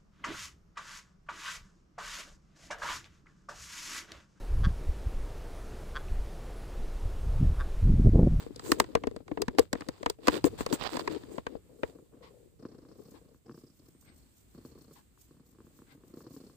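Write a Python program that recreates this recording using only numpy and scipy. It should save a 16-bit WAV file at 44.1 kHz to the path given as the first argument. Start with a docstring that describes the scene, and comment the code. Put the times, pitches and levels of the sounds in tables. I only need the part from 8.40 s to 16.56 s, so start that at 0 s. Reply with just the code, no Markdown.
"""A quiet kitchen: a cat purrs on a blanket close to a hand-held recorder with a left and a right port.
At first the recorder is moved: ringing bursts knock its case and shaped noise rubs cloth on it.
Later the purr is bare: noise flutters through chest, mouth and nose, and impulses click in chest and mouth.
Noise puffs mark the turns of breath, a gliding sine whistles in the nose, and fingers scratch fur.
Behind it all lies uneven noise from the house and the microphones."""
import sys
import numpy as np
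from scipy import signal
from scipy.fft import rfft, irfft, next_fast_len
from scipy.io import wavfile
from scipy.ndimage import map_coordinates

SR = 44100
rng = np.random.default_rng(int(sys.argv[2]) if len(sys.argv) > 2 else 0)


def to_wav(s):
    """Save 16-bit WAV."""
    ch = np.atleast_2d(s).T  # columns
    pcm = np.round(np.clip(ch, -1, 1) * 32767)  # PCM
    wavfile.write(sys.argv[1], SR, pcm.astype(np.int16))


N = 359856

# Levels in the tables are drives in dB, ahead of any filter or port balance in the functions.

# Purr phrases. Each row: start in seconds, length in seconds, chest level in dB at the start,
# chest level in dB at the end, nose level in dB, share of the upper nose resonance (0-1).
PURR_PHRASES = [(3.264, 0.29, -68, -57, -84.5, 0.5), (3.732, 0.25, -57, -85, -99.5, 0.45),
                (4.2, 0.52, -54, -57, -73, 0.71), (4.799, 0.11, -62.5, -69, -83, .4),
                (5.06, 0.25, -55.5, -69, -74.5, 1), (5.401, 0.068, -68, -63.5, -78.5, 0.85),
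                (5.626, 0.25, -67, -73.5, -79.5, 0.3), (6.149, 0.374, -57.5, -59.5, -72.5, 0.2),
                (6.878, 0.63, -67.5, -65.5, -85.5, 0.4), (7.53, 0.21, -62, -63.5, -89, 0),
                (7.738, 0.41, -51, -58, -69.5, 0.45)]
# Sharp closures of the throat. Each row: time in seconds, mouth level in dB, chest level in dB.
THROAT_CLICKS = [(3.586, -37, -24), (3.735, -40.5, -28.5), (4.224, -53, -20), (4.251, -23, -8.5),
                 (4.345, -38, -30), (4.45, -36.5, -29.5), (4.514, -36, -35), (4.945, -39, -31.5),
                 (5.059, -50, -24), (5.08, -44, -23.5), (5.094, -24.5, -15), (5.111, -32.5, -26),
                 (5.143, -35, -21.5), (5.176, -35, -20.5), (5.235, -51, -21), (5.264, -55, -34),
                 (5.297, -55, -38.5), (5.483, -51.5, -27.5), (5.548, -46, -28.5), (5.626, -41, -39),
                 (6.147, -37.5, -25), (6.177, -46, -18.5), (6.249, -30, -14.5), (6.376, -39, -24),
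                 (6.509, -38.5, -24.5), (6.775, -38, -44), (6.908, -41.5, -27), (6.967, -44, -37),
                 (6.996, -42, -30.5), (7.148, -44, -34.5), (7.185, -38, -27.5), (7.203, -33.5, -23),
                 (7.267, -38.5, -25), (7.389, -35, -26), (7.418, -33, -23.5), (7.635, -38, -24.5),
                 (7.737, -55, -20.5), (7.77, -36, -15), (7.805, -30, -25), (7.865, -31, -15.5),
                 (7.905, -45, -19), (7.963, -33.5, -17.5), (8, -49, -20), (8.037, -40, -23),
                 (8.097, -34.5, -31)]
# Purr carried through the blanket into the case. Each row: time in seconds, level in dB.
BLANKET_TOUCH = [(3.2, -64.5), (3.7, -56), (4.1, -65), (4.7, -65.5), (5.1, -67.5)]
# Resonances of the cat's chest, mouth and nose. Each row: centre in Hz, width in Hz, level in dB.
CHEST_MODES = [(161.5, 180, -10), (286, 77.5, 1.5), (457.2, 141.6, -6)]
MOUTH_MODES = [(1090, 260, 0), (1750, 300, -8), (2600, 900, -16)]
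NOSE_MODES = [(4390, 230, 0), (5084, 890, 0)]
# Turns of the cat's breath. Each row: start in seconds, length in seconds, level in dB,
# lower airway resonance in Hz, upper airway resonance in Hz.
BREATH_PUFFS = [(3.82, 0.076, -64, 1040, 2000), (4.729, 0.064, -69.5, 1021, 1660),
                (5.64, 0.089, -70.5, 1610, 2170), (6.551, 0.058, -66.5, 1000, 1650),
                (7.464, 0.09, -70, 1600, 2010)]
# Whistle in the cat's nose. Each row: time in seconds, pitch in Hz, level in dB.
NOSE_WHISTLE = [(5.52, 8000, -80.5), (5.562, 8679, -81.5), (5.66, 8280, -74.5), (5.86, 8480, -83.5),
                (5.97, 8124, -89)]
# Colour of the puff. Each row: frequency in Hz, density in dB per Hz.
PUFF_SPECTRUM = [(500, 2.5), (1000, 1), (1700, -7), (3000, -4.5), (4500, -2.5), (6500, -17), (10000, -24)]
# Fingers through fur. Each row: centre of the stroke in seconds, level in dB.
FUR_STROKES = [(4.612, -70.5), (4.712, -69), (4.947, -76), (5.182, -70), (5.369, -72.5), (5.479, -69),
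               (5.63, -66.5), (5.778, -68), (5.993, -68), (6.139, -74), (6.279, -64.5), (6.415, -67.5),
               (6.553, -63.5), (6.825, -64.5), (7.098, -68), (7.263, -74), (7.372, -68), (7.542, -74),
               (7.684, -72), (7.801, -65), (7.946, -62.5), (8.078, -74)]
# Colour of the fur. Each row: frequency in Hz, density in dB per Hz.
FUR_SPECTRUM = [(1500, -26), (4000, -11), (7500, -3), (10500, -12), (14000, -2.5), (15500, -2)]
# Knocks on the case. Each row: time in seconds, crack level in dB, body level in dB,
# treble level in dB, share of the upper body mode (0-1).
CASE_KNOCKS = [(0.063, -58, -24, -67, 0.76), (0.105, -75, -27, -75, 0), (0.803, -69, -31.5, -75, 0.3),
               (0.441, -42.5, -27.5, -50, 0), (1.149, -61.5, -33, -62.5, 0.3), (1.787, -63, -35, -76, 0.75),
               (0.16, -77, -31.5, -42, 0.6), (0.194, -46, -36, -42.5, 0.63),
               (0.317, -19.5, -8, -17.5, 0.28), (0.399, -17.5, -11.5, -17, 0.85),
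               (0.551, -21, -8, -29.5, 0.84), (0.57, -47.5, -21.5, -58.5, 0.4),
               (0.636, -34.5, -20, -52.5, 0.6), (0.67, -36.5, -11, -42, 0.65),
               (0.762, -45.5, -22.5, -48, 0.37), (0.879, -47, -40, -54, 0.78),
               (0.914, -43.5, -15.5, -65, 0.13), (0.973, -36.5, -19.5, -77, 0.66),
               (1.018, -33.5, -15, -25.5, 0.96), (1.081, -32.5, -12.5, -39, 0.2),
               (1.184, -19.5, -8, -26.5, 0.17), (1.192, -32, -3.5, -21.5, 1),
               (1.329, -28.5, -12.5, -27, 0.51), (1.352, -41.5, -19, -55.5, 0.6),
               (1.407, -43.5, -27.5, -43.5, 0.36), (1.418, -42, -28, -67, 0.3),
               (1.486, -38.5, -18, -36, 0.52), (1.629, -39, -23.5, -44.5, 0.6),
               (1.66, -24, -11.5, -34, 0.6), (1.698, -38.5, -19, -27, 1), (1.871, -28.5, -15, -28.5, 0.82),
               (1.881, -15.5, -4.5, -23.5, 0.26), (2.041, -30.5, -7.5, -30, 0.22),
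               (2.064, -40, -13, -60, 0.7), (2.206, -35.5, -13.5, -49, 0.71),
               (2.262, -32.5, -18.5, -32.5, 0.83), (2.326, -34, -13, -30.5, 0.28),
               (2.568, -33, -20.5, -35.5, 0.48), (2.675, -28.5, -19.5, -37.5, 1),
               (2.981, -39, -19.5, -51, 0.6), (3.066, -32, -20.5, -44, 0.78), (3.151, -70, -22, -83, 0.78),
               (3.432, -29.5, -15, -59, 1), (0.711, -56, -29, -61, 0.7), (2.834, -54.5, -32, -66, 0.03)]
# Low modes of the case, strong at the left port. Each row: frequency in Hz, 60 dB decay in seconds.
BODY_MODES = [(292, 0.036), (460, 0.033)]
# Resonances of the case and of the ports. Each row: centre in Hz, width in Hz, level in dB.
CASE_MODES = [(530, 300, 7), (1047, 250, 8.5), (1800, 640, 2.5), (2410, 3200, -9)]
PORT_MODES = [(3640, 1100, -5.5), (4750, 590, 1), (5800, 1200, -7), (8000, 1300, -6.5)]
# Cloth dragged over the case. Each row: start in seconds, end in seconds, thud level in dB,
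# rasp level in dB, fizz level in dB, left-right difference of rasp and fizz in dB.
CLOTH_SCRAPES = [(0.226, 0.366, -43, -58, -49.5, -6), (0.382, 0.417, -40.5, -58, -60, -9),
                 (1.173, 1.239, -43, -59, -63, -1), (1.32, 1.453, -58, -67.5, -79.5, -10),
                 (1.83, 1.962, -63, -47.5, -57.5, -5), (1.917, 1.987, -38.5, -46, -57, -14),
                 (2.044, 2.067, -27.5, -44, -42.5, -6), (2.176, 2.227, -52, -46.5, -49.5, 1),
                 (2.286, 2.323, -38.5, -57.5, -69, -16), (2.323, 2.343, -36.5, -41, -39.5, -8),
                 (2.386, 2.491, -50, -49, -69.5, -30), (2.49, 2.586, -70, -55, -65.5, -25),
                 (2.59, 2.592, -38.5, -43, -56, -7), (2.69, 2.776, -38, -53.5, -68, -8.5),
                 (2.896, 3.009, -48.5, -67, -66.5, -8), (3.048, 3.198, -52, -69.5, -84, -4),
                 (3.414, 3.533, -67, -67.5, -71.5, -6)]
# Light contact between scrapes. 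Each row: time in seconds, thud level in dB, rustle level in dB.
LIGHT_RUB = [(0, -39.5, -41.5), (.7, -53, -73), (1.5, -48.5, -64), (2.05, -52.5, -62.5),
             (2.6, -44.5, -55.5), (2.9, -51, -63), (3.2, -59.5, -83.5), (4.8, -64.5, -84)]
# Brief dips in the level of the light rub. Each row: centre in seconds, half length in seconds.
RUB_DIPS = [(0.108, 0.11), (0.846, 0.018), (1.302, 0.024), (1.776, 0.032), (3.225, 0.025)]
# Air pumped at the ports by the moving hand. Each row: time in seconds, level in dB.
HAND_SWAY = [(0, -52.5), (1.7, -64), (2.1, -50.5), (2.8, -55.5), (3.3, -69.5), (4.6, -63), (5.3, -72),
             (8.16, -76.5)]
# Colour of that air. Each row: frequency in Hz, density in dB per Hz.
SWAY_SPECTRUM = [(20, -12.5), (55, -3.5), (110, -3.5), (200, -13), (400, -48.5)]
# Colours of the rasp and the fizz of cloth. Each row: frequency in Hz, density in dB per Hz.
RASP_SPECTRUM = [(500, -2.5), (900, -1), (2000, -10), (3600, -7), (5000, -12), (6500, -28.5), (9000, -44)]
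FIZZ_SPECTRUM = [(4000, -33.5), (6000, -10.5), (7800, -1), (9500, -13), (12000, -21), (15500, -6.5)]
# Background level. Each row: time in seconds, level in dB.
BACKGROUND_LEVEL = [(0, -76), (3.2, -65.5), (4.1, -67.5), (4.7, -65.5), (8.16, -63)]
# Colour of the background. Each row: frequency in Hz, density in dB per Hz.
ROOM_SPECTRUM = [(20, -15.5), (58, 2.5), (130, -9.5), (300, -10.5), (550, -22), (900, -27), (2000, -29),
                 (4300, -30), (5800, -34.5), (7800, -27.5), (10500, -35), (14500, -30.5)]
# Likeness of the ports in the room. Each row: frequency in Hz, left-right correlation.
ROOM_LIKENESS = [(60, 0.93), (200, 0.18), (600, 0.0033)]
# Treble balance of the ports. Each row: frequency in Hz, left-right difference in dB.
PORT_BALANCE = [(5000, 1.5), (8000, -16.5), (12000, 5)]

# Purr
CLOSURES_HZ = 30.5  # usual beat of the throat, rounded to fit between sharp closures
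JITTER_S, CLOSE_S = 0.0025, 0.005  # scatter of the closures, rise time of one flutter
ATTACK_S, RELEASE_S = 0.014, 0.098  # phrase fade in, and time of a 20 dB fall after the phrase
LEAK, LEAK_GROWS = 0.27, 0.2  # flutter between closures at -60.5 dB chest, dB more per dB gentler
SHARP_SNAP_DB = 32.5  # chest level of a sharp closure, over the purr, that leaves its flutter unchanged
FLUTTER_FOLLOWS = 0.46  # dB of flutter per dB of sharp closure above or below that level
SNAP_DB, SNAP_CHEST_DB, SNAP_SCATTER_DB = -6, 12, 3.5  # plain snaps against the purr: mouth, chest, scatter
REBOUND_S, REBOUND_DB = 0.0085, -7  # the folds bounce and strike once more
AIRWAY_WIDTH_HZ = 170  # width of the puff resonances

# Handling
SHOVE_DB = -30.5  # push of the whole case, against the body level
SHEEN_MODE = (13700, 8500, 0)  # top of a knock: centre Hz, width Hz, dB
SHEEN_DB, SHEEN_GROWS = -15, 0.35  # against a treble of -25 dB, and extra dB per dB of treble
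DIP_DB = -21  # level at the middle of a dip, against the light rub
SCRAPE_FADE_S = 0.018  # the cloth settles after a scrape
CRACKLE_PER_S, CRACKLE_DB = 260, -3.5  # single threads snapping, against the rasp

# Band limits
HISS_TOP_HZ = 15500
TOP_HZ, EDGE_HZ = 16530, 500  # end and width of the final roll-off


def amp(db):
    """Amplitude for a level in dB."""
    return 10 ** (np.asarray(db) / 20)


def unit(x):
    """x scaled to an rms of 1 along time."""
    return x / np.sqrt(np.mean(x ** 2, axis=-1, keepdims=True) + 1e-20)


def along(points, hz):
    """Value at hz between (Hz, value) points on a log frequency axis."""
    f, v = np.transpose(points)
    return np.interp(np.log(hz + 1), np.log(f + 1), v)


def curves(rows, outside=-120):
    """One value per sample for each column after the time; the outside value beyond the rows."""
    s, *cols = np.transpose(rows)
    return [np.interp(np.arange(N) / SR, s, c, outside, outside) for c in cols]


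def wobble(rate):
    """A smooth random curve for each port, with rate knots a second."""
    knots = rng.standard_normal((2, int(N * rate / SR) + 4))
    steps = np.arange(0, N + 16, 16)
    smooth = [map_coordinates(k, [steps * rate / SR]) for k in knots]
    return np.array([np.interp(np.arange(N), steps, curve) for curve in smooth])


def filtered(x, response):
    """x through a complex response of frequency."""
    m = next_fast_len(N + SR // 4)
    return irfft(rfft(x, m) * response(np.fft.rfftfreq(m, 1 / SR)), m)[..., :N]


def resonant(x, *stages):
    """x through sets of causal resonances in turn, each scaled so that white noise keeps its rms."""
    def shape(f, modes):
        total = 0
        for k, (centre, width, db) in enumerate(modes):
            sign = (-1) ** k  # neighbours alternate in polarity
            total = total + sign * amp(db) * 1j * f * width / (centre * centre - f * f + 1j * f * width)
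        return total

    grid = np.linspace(0, SR / 2, 4096)
    scale = np.prod([np.sqrt(np.mean(abs(shape(grid, modes)) ** 2)) for modes in stages])
    return filtered(x, lambda f: np.prod([shape(f, modes) for modes in stages], axis=0) / scale)


def hiss(spectrum):
    """Unrelated noise at each port, rms 1, with no energy over the top of the hiss."""
    noise = rng.standard_normal((2, N))
    return unit(filtered(noise, lambda hz: amp(along(spectrum, hz)) * (hz < HISS_TOP_HZ)))


def panned(db):
    """Gains of the two ports for a left-right difference."""
    return amp(np.array([db / 2, -db / 2]))


def purr():
    """The throat shuts about thirty times a second, each time a rough flutter in chest, mouth and nose."""
    chest_db, nose_db, upper, edge_db = phrases()
    times, plain = closures()
    t = np.arange(N) / SR
    last = (np.searchsorted(times, t, 'right') - 1).clip(0)  # latest closure at each sample
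    s, mouth_db, thump_db = np.transpose(THROAT_CLICKS)
    at = (s * SR).astype(int) + 40  # just past each sharp closure

    # a harder sharp closure lets a stronger flutter follow
    size_db = rng.normal(0, 1.5, 400)
    excess_db = thump_db - chest_db[at] - SHARP_SNAP_DB
    size_db[last[at]] = np.clip(FLUTTER_FOLLOWS * excess_db, -6, 6)
    size = amp(size_db)[last]
    u = (t - times[last]) / CLOSE_S
    leak = np.clip(LEAK * amp(-LEAK_GROWS * (chest_db + 60.5)), 0, .5)
    gate = size * u * np.exp(1 - u) + leak
    gate = gate * amp(2.5 * wobble(120)[0])  # the folds slap unevenly within a closure
    flutter = gate * rng.standard_normal((4, N))

    chest = unit(resonant(flutter[0], CHEST_MODES, [(253.7, 2600, 0)]))
    deep = unit(resonant(flutter[0], [(147, 54, 0)], [(148, 110, 0)]))
    chest = chest + amp(-.6 * (chest_db + 70.5)).clip(0, 1.5) * deep  # a gentle purr sits lower in the body
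    mouth_drive = flutter[0] + 18.0 * flutter[1:3] * [[1], [-1]]
    mouth = unit(resonant(mouth_drive, MOUTH_MODES, MOUTH_MODES))
    airy = flutter[2:] * amp(3 * wobble(30))
    low, high = (unit(resonant(airy, [mode], [(4940, 2200, 0)])) for mode in NOSE_MODES)
    nose = np.sqrt(1 - upper) * low + np.sqrt(upper) * high
    case = unit(resonant(flutter[3], [(440, 87, 0)], [(524, 160, 0)])) * amp([[4], [-8]])
    touch = amp(curves(BLANKET_TOUCH)[0] + edge_db) * case

    # plain closures snap with the purr level; sharp ones have their own levels
    shut = (np.diff(last, prepend=0) == 1) & plain[last]
    snaps = -1.0 * shut * amp(chest_db + SNAP_SCATTER_DB * wobble(37)[0])
    taps, thumps = amp(SNAP_DB) * snaps, amp(SNAP_CHEST_DB) * snaps
    taps[at], thumps[at] = -amp(mouth_db), -amp(thump_db)
    thumps = thumps + amp(REBOUND_DB) * np.roll(thumps, round(REBOUND_S * SR))

    def soft(corner_hz):
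        return lambda hz: 1 / (1 + 1j * hz / corner_hz) ** 2  # flesh rounds the closure

    mouth_clicks = resonant(filtered(taps, soft(1600)), MOUTH_MODES) * amp([[1.5], [-1.5]])
    chest_clicks = resonant(filtered(thumps, soft(460)), CHEST_MODES)
    voice = amp(chest_db) * (chest * panned(1.7)[:, None] + amp(-16.0) * mouth)
    return voice + amp(nose_db) * nose + mouth_clicks + chest_clicks + touch


def phrases():
    """Chest and nose levels in dB, nose colour and the fade at the edges in dB, phrase by phrase."""
    t = np.arange(N) / SR
    columns = np.transpose(PURR_PHRASES)
    current = (np.searchsorted(columns[0], t + ATTACK_S) - 1).clip(0)
    start, length, first_db, last_db, nose_db, upper = columns[:, current]
    since = t - start
    attack_db = 20 * np.log10(np.clip(1 + since / ATTACK_S, 1e-3, 1))
    edge_db = attack_db - 20 * np.clip(since - length, 0, None) / RELEASE_S
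    chest_db = first_db + (last_db - first_db) * np.clip(since / length, 0, 1)
    return chest_db + edge_db, nose_db + edge_db, np.clip(upper, 0, 1), edge_db


def closures():
    """Times at which the throat shuts: sharp closures with a jittered beat between, and which are plain."""
    marks = np.sort(np.r_[0, np.transpose(THROAT_CLICKS)[0], N / SR])
    steps = np.cumsum(np.r_[0, np.maximum(1, np.round(np.diff(marks) * CLOSURES_HZ))])
    beat = np.arange(steps[-1])
    plain = ~np.isin(beat, steps)
    scatter = JITTER_S * rng.standard_normal(400)[:len(beat)] * plain
    return np.interp(beat, steps, marks) + scatter, plain


def breath():
    """Soft puffs where the breath turns, coloured by airway resonances, and a thin sine whistle in the nose."""
    t = np.arange(N) / SR
    puffs, air, swirl = np.zeros((2, N)), hiss(PUFF_SPECTRUM), amp(5.6 * wobble(54))
    for s, length, db, *airway_hz in BREATH_PUFFS:
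        at = slice(round(s * SR), round(s * SR) + SR // 4)
        since = t[at] - s
        ring = 0
        for hz in airway_hz:
            b, a = signal.iirpeak(hz, hz / AIRWAY_WIDTH_HZ, SR)
            ring = ring + signal.lfilter(b, a, air[:, at])
        shape = np.clip(since / 0.012, 0, 1) * np.exp(-(since / length) ** 3) * swirl[:, at]
        puffs[:, at] += amp(db) * shape * (air[:, at] + unit(ring))
    hz, db = curves(NOSE_WHISTLE)
    level = np.sqrt(2) * amp(db + 1.2 * wobble(27)[0])
    phase = 2 * np.pi * np.cumsum(hz + 40 * wobble(150)[0]) / SR
    return puffs + level * np.sin(phase) * amp([[-3], [3]])


def scratching():
    """Each finger stroke through the fur is a soft swell of high rustle."""
    t = np.arange(N) / SR
    swells = sum(amp(db) * np.exp(-((t - s) / 0.043) ** 2) for s, db in FUR_STROKES)
    return swells * unit(amp(4.8 * wobble(160)) * hiss(FUR_SPECTRUM))


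def knocks():
    """Each knock is a short scrape that shakes the case: a crack at both ports, then the low modes ring."""
    crack, treble, sheen, body, shove = np.zeros((5, 2, N + SR // 8))
    t = np.arange(SR // 8) / SR
    u = t / 0.0029
    envelope = u * np.exp(1 - 1.28 * u ** 1.33) + 0.28 * np.exp(-u / 3)
    for s, db, body_db, treble_db, upper in CASE_KNOCKS:
        at = slice(round(s * SR), round(s * SR) + len(t))
        scrape = unit(rng.standard_normal((3, len(t))) * envelope) / 8
        crack[:, at] += amp(db) * scrape[:2]

        upper = np.clip(upper, 0, 1)
        modes_driven = []
        for gain, (hz, t60) in zip((1 - upper, upper), BODY_MODES):
            ring = gain * amp(-60 * t / t60) * np.sin(2 * np.pi * hz * rng.normal(1, 0.028) * t)
            modes_driven.append(signal.fftconvolve(scrape[2], ring)[:len(t)])
        low, high = modes_driven
        push = np.array([low + high, amp(-16.5) * low - amp(-18.5) * high])
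        body[:, at] += amp(body_db) * push / abs(push).max()

        snap = unit(scrape[1::-1] * (np.exp(-u) + 0.25)) / 8  # the treble comes first and dies first
        treble[:, at] += amp(treble_db) * snap
        sheen[:, at] += amp(treble_db + SHEEN_DB + SHEEN_GROWS * (treble_db + 25)) * snap
        # the whole case is pushed through the air: opposite pressure at the two ports
        shove[:, at] += amp(body_db + SHOVE_DB) * u * np.exp(-u / 2) * [[-.35], [1]]

    def body_band(hz):
        return (1j * hz / (150 + 1j * hz) / (1 + 1j * hz / 1500)) ** 2

    cracks = resonant(crack[:, :N], CASE_MODES, [(1155, 2060, 0.011), (2130, 3790, 0.0016)])
    tops = resonant(sheen[:, :N], [SHEEN_MODE], [SHEEN_MODE]) + resonant(treble[:, :N], PORT_MODES)
    return cracks + tops + filtered(body[:, :N], body_band) + resonant(shove[:, :N], [(68.4, 22, 0)])


def handling():
    """Cloth catches and slips on the case; noise through its low modes gives bumps; the hand pumps air."""
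    t = np.arange(N) / SR
    dips_db = sum(DIP_DB * np.exp(-((t - s) / half) ** 2) for s, half in RUB_DIPS)
    thud, rustle = amp(curves(LIGHT_RUB) + dips_db)
    thud = thud * unit(amp(7.5 * wobble(32)[0]))
    rasp, fizz = rustle * np.ones((2, 1)), rustle * amp(-7.5) * np.ones((2, 1))
    for start, end, thud_db, rasp_db, fizz_db, pan_db in CLOTH_SCRAPES:
        at = slice(max(round(start * SR), 0), round(end * SR) + SR // 10)
        rise = np.sin(np.pi / 2 * np.clip(2 * (t[at] - start) / (end - start), 0, 1))
        settling = np.clip(t[at] - (start + 3 * end) / 4, 0, None)  # from three quarters of the way
        stroke = rise * np.exp(-(settling / SCRAPE_FADE_S) ** 2)
        thud[at] += amp(thud_db) * stroke
        rasp[:, at] += amp(rasp_db) * panned(pan_db)[:, None] * stroke
        fizz[:, at] += amp(fizz_db) * panned(pan_db)[:, None] * stroke

    grip, slip = amp(1.5 * wobble(70) + 4 * wobble(400)), amp(2.5 * wobble(90))
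    snapping = rng.random((2, N)) < CRACKLE_PER_S / SR
    threads = snapping * rng.standard_normal((2, N)) * amp(1.4 * wobble(60))
    crackle = amp(CRACKLE_DB) * unit(resonant(threads, CASE_MODES + PORT_MODES[:2], [(1500, 5000, 0)]))
    cloth = rasp * (unit(grip * hiss(RASP_SPECTRUM)) + crackle) + fizz * unit(slip * hiss(FIZZ_SPECTRUM))

    modes = [(hz, 150, 0) for hz, _ in BODY_MODES]
    jolts = amp(4 * wobble(90)) * rng.standard_normal((2, N))
    bumps = unit(resonant(jolts, modes, [(347.3, 4100, 0)])) * amp([[5], [-6]])
    sway = unit(amp(1.4 * wobble(5.9)) * hiss(SWAY_SPECTRUM)) * amp([[0], [3]])
    return thud * bumps + cloth + amp(curves(HAND_SWAY)[0]) * sway


def room():
    """Low hum of the house, alike at both ports, and microphone hiss, as noise; bass and treble waver apart."""
    a, b = hiss(ROOM_SPECTRUM)

    def turn(hz):
        return np.arccos(np.clip(along(ROOM_LIKENESS, hz), -1, 1)) / 2

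    # the mix of shared and opposed noise sets the likeness of the ports
    mid = filtered(a, lambda hz: np.cos(turn(hz)))
    side = filtered(b, lambda hz: np.sin(turn(hz)))
    both = filtered(np.array([mid + side, mid - side]), lambda hz: panned(along(PORT_BALANCE, hz)))
    bass = filtered(both, lambda hz: 1 / (1 + (hz / 2500) ** 2))
    bass_db, treble_db = [[2.5], [2.2]] * wobble(7.9)
    return amp(curves(BACKGROUND_LEVEL)[0]) * (amp(bass_db) * bass + amp(treble_db) * (both - bass))


def scene():
    """The cat, the fingers in its fur, the handled recorder and the room together."""
    return purr() + breath() + scratching() + knocks() + handling() + room()


def record(dry):
    """The microphones lose the deepest bass; the recorder keeps nothing above its band limit."""
    def response(hz):
        bass_cut = (1j * hz / (35 + 1j * hz)) ** 2
        return bass_cut * np.clip((TOP_HZ - hz) / EDGE_HZ, 0, 1)

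    return filtered(dry, response)


dry = scene()
out = record(dry)
to_wav(out)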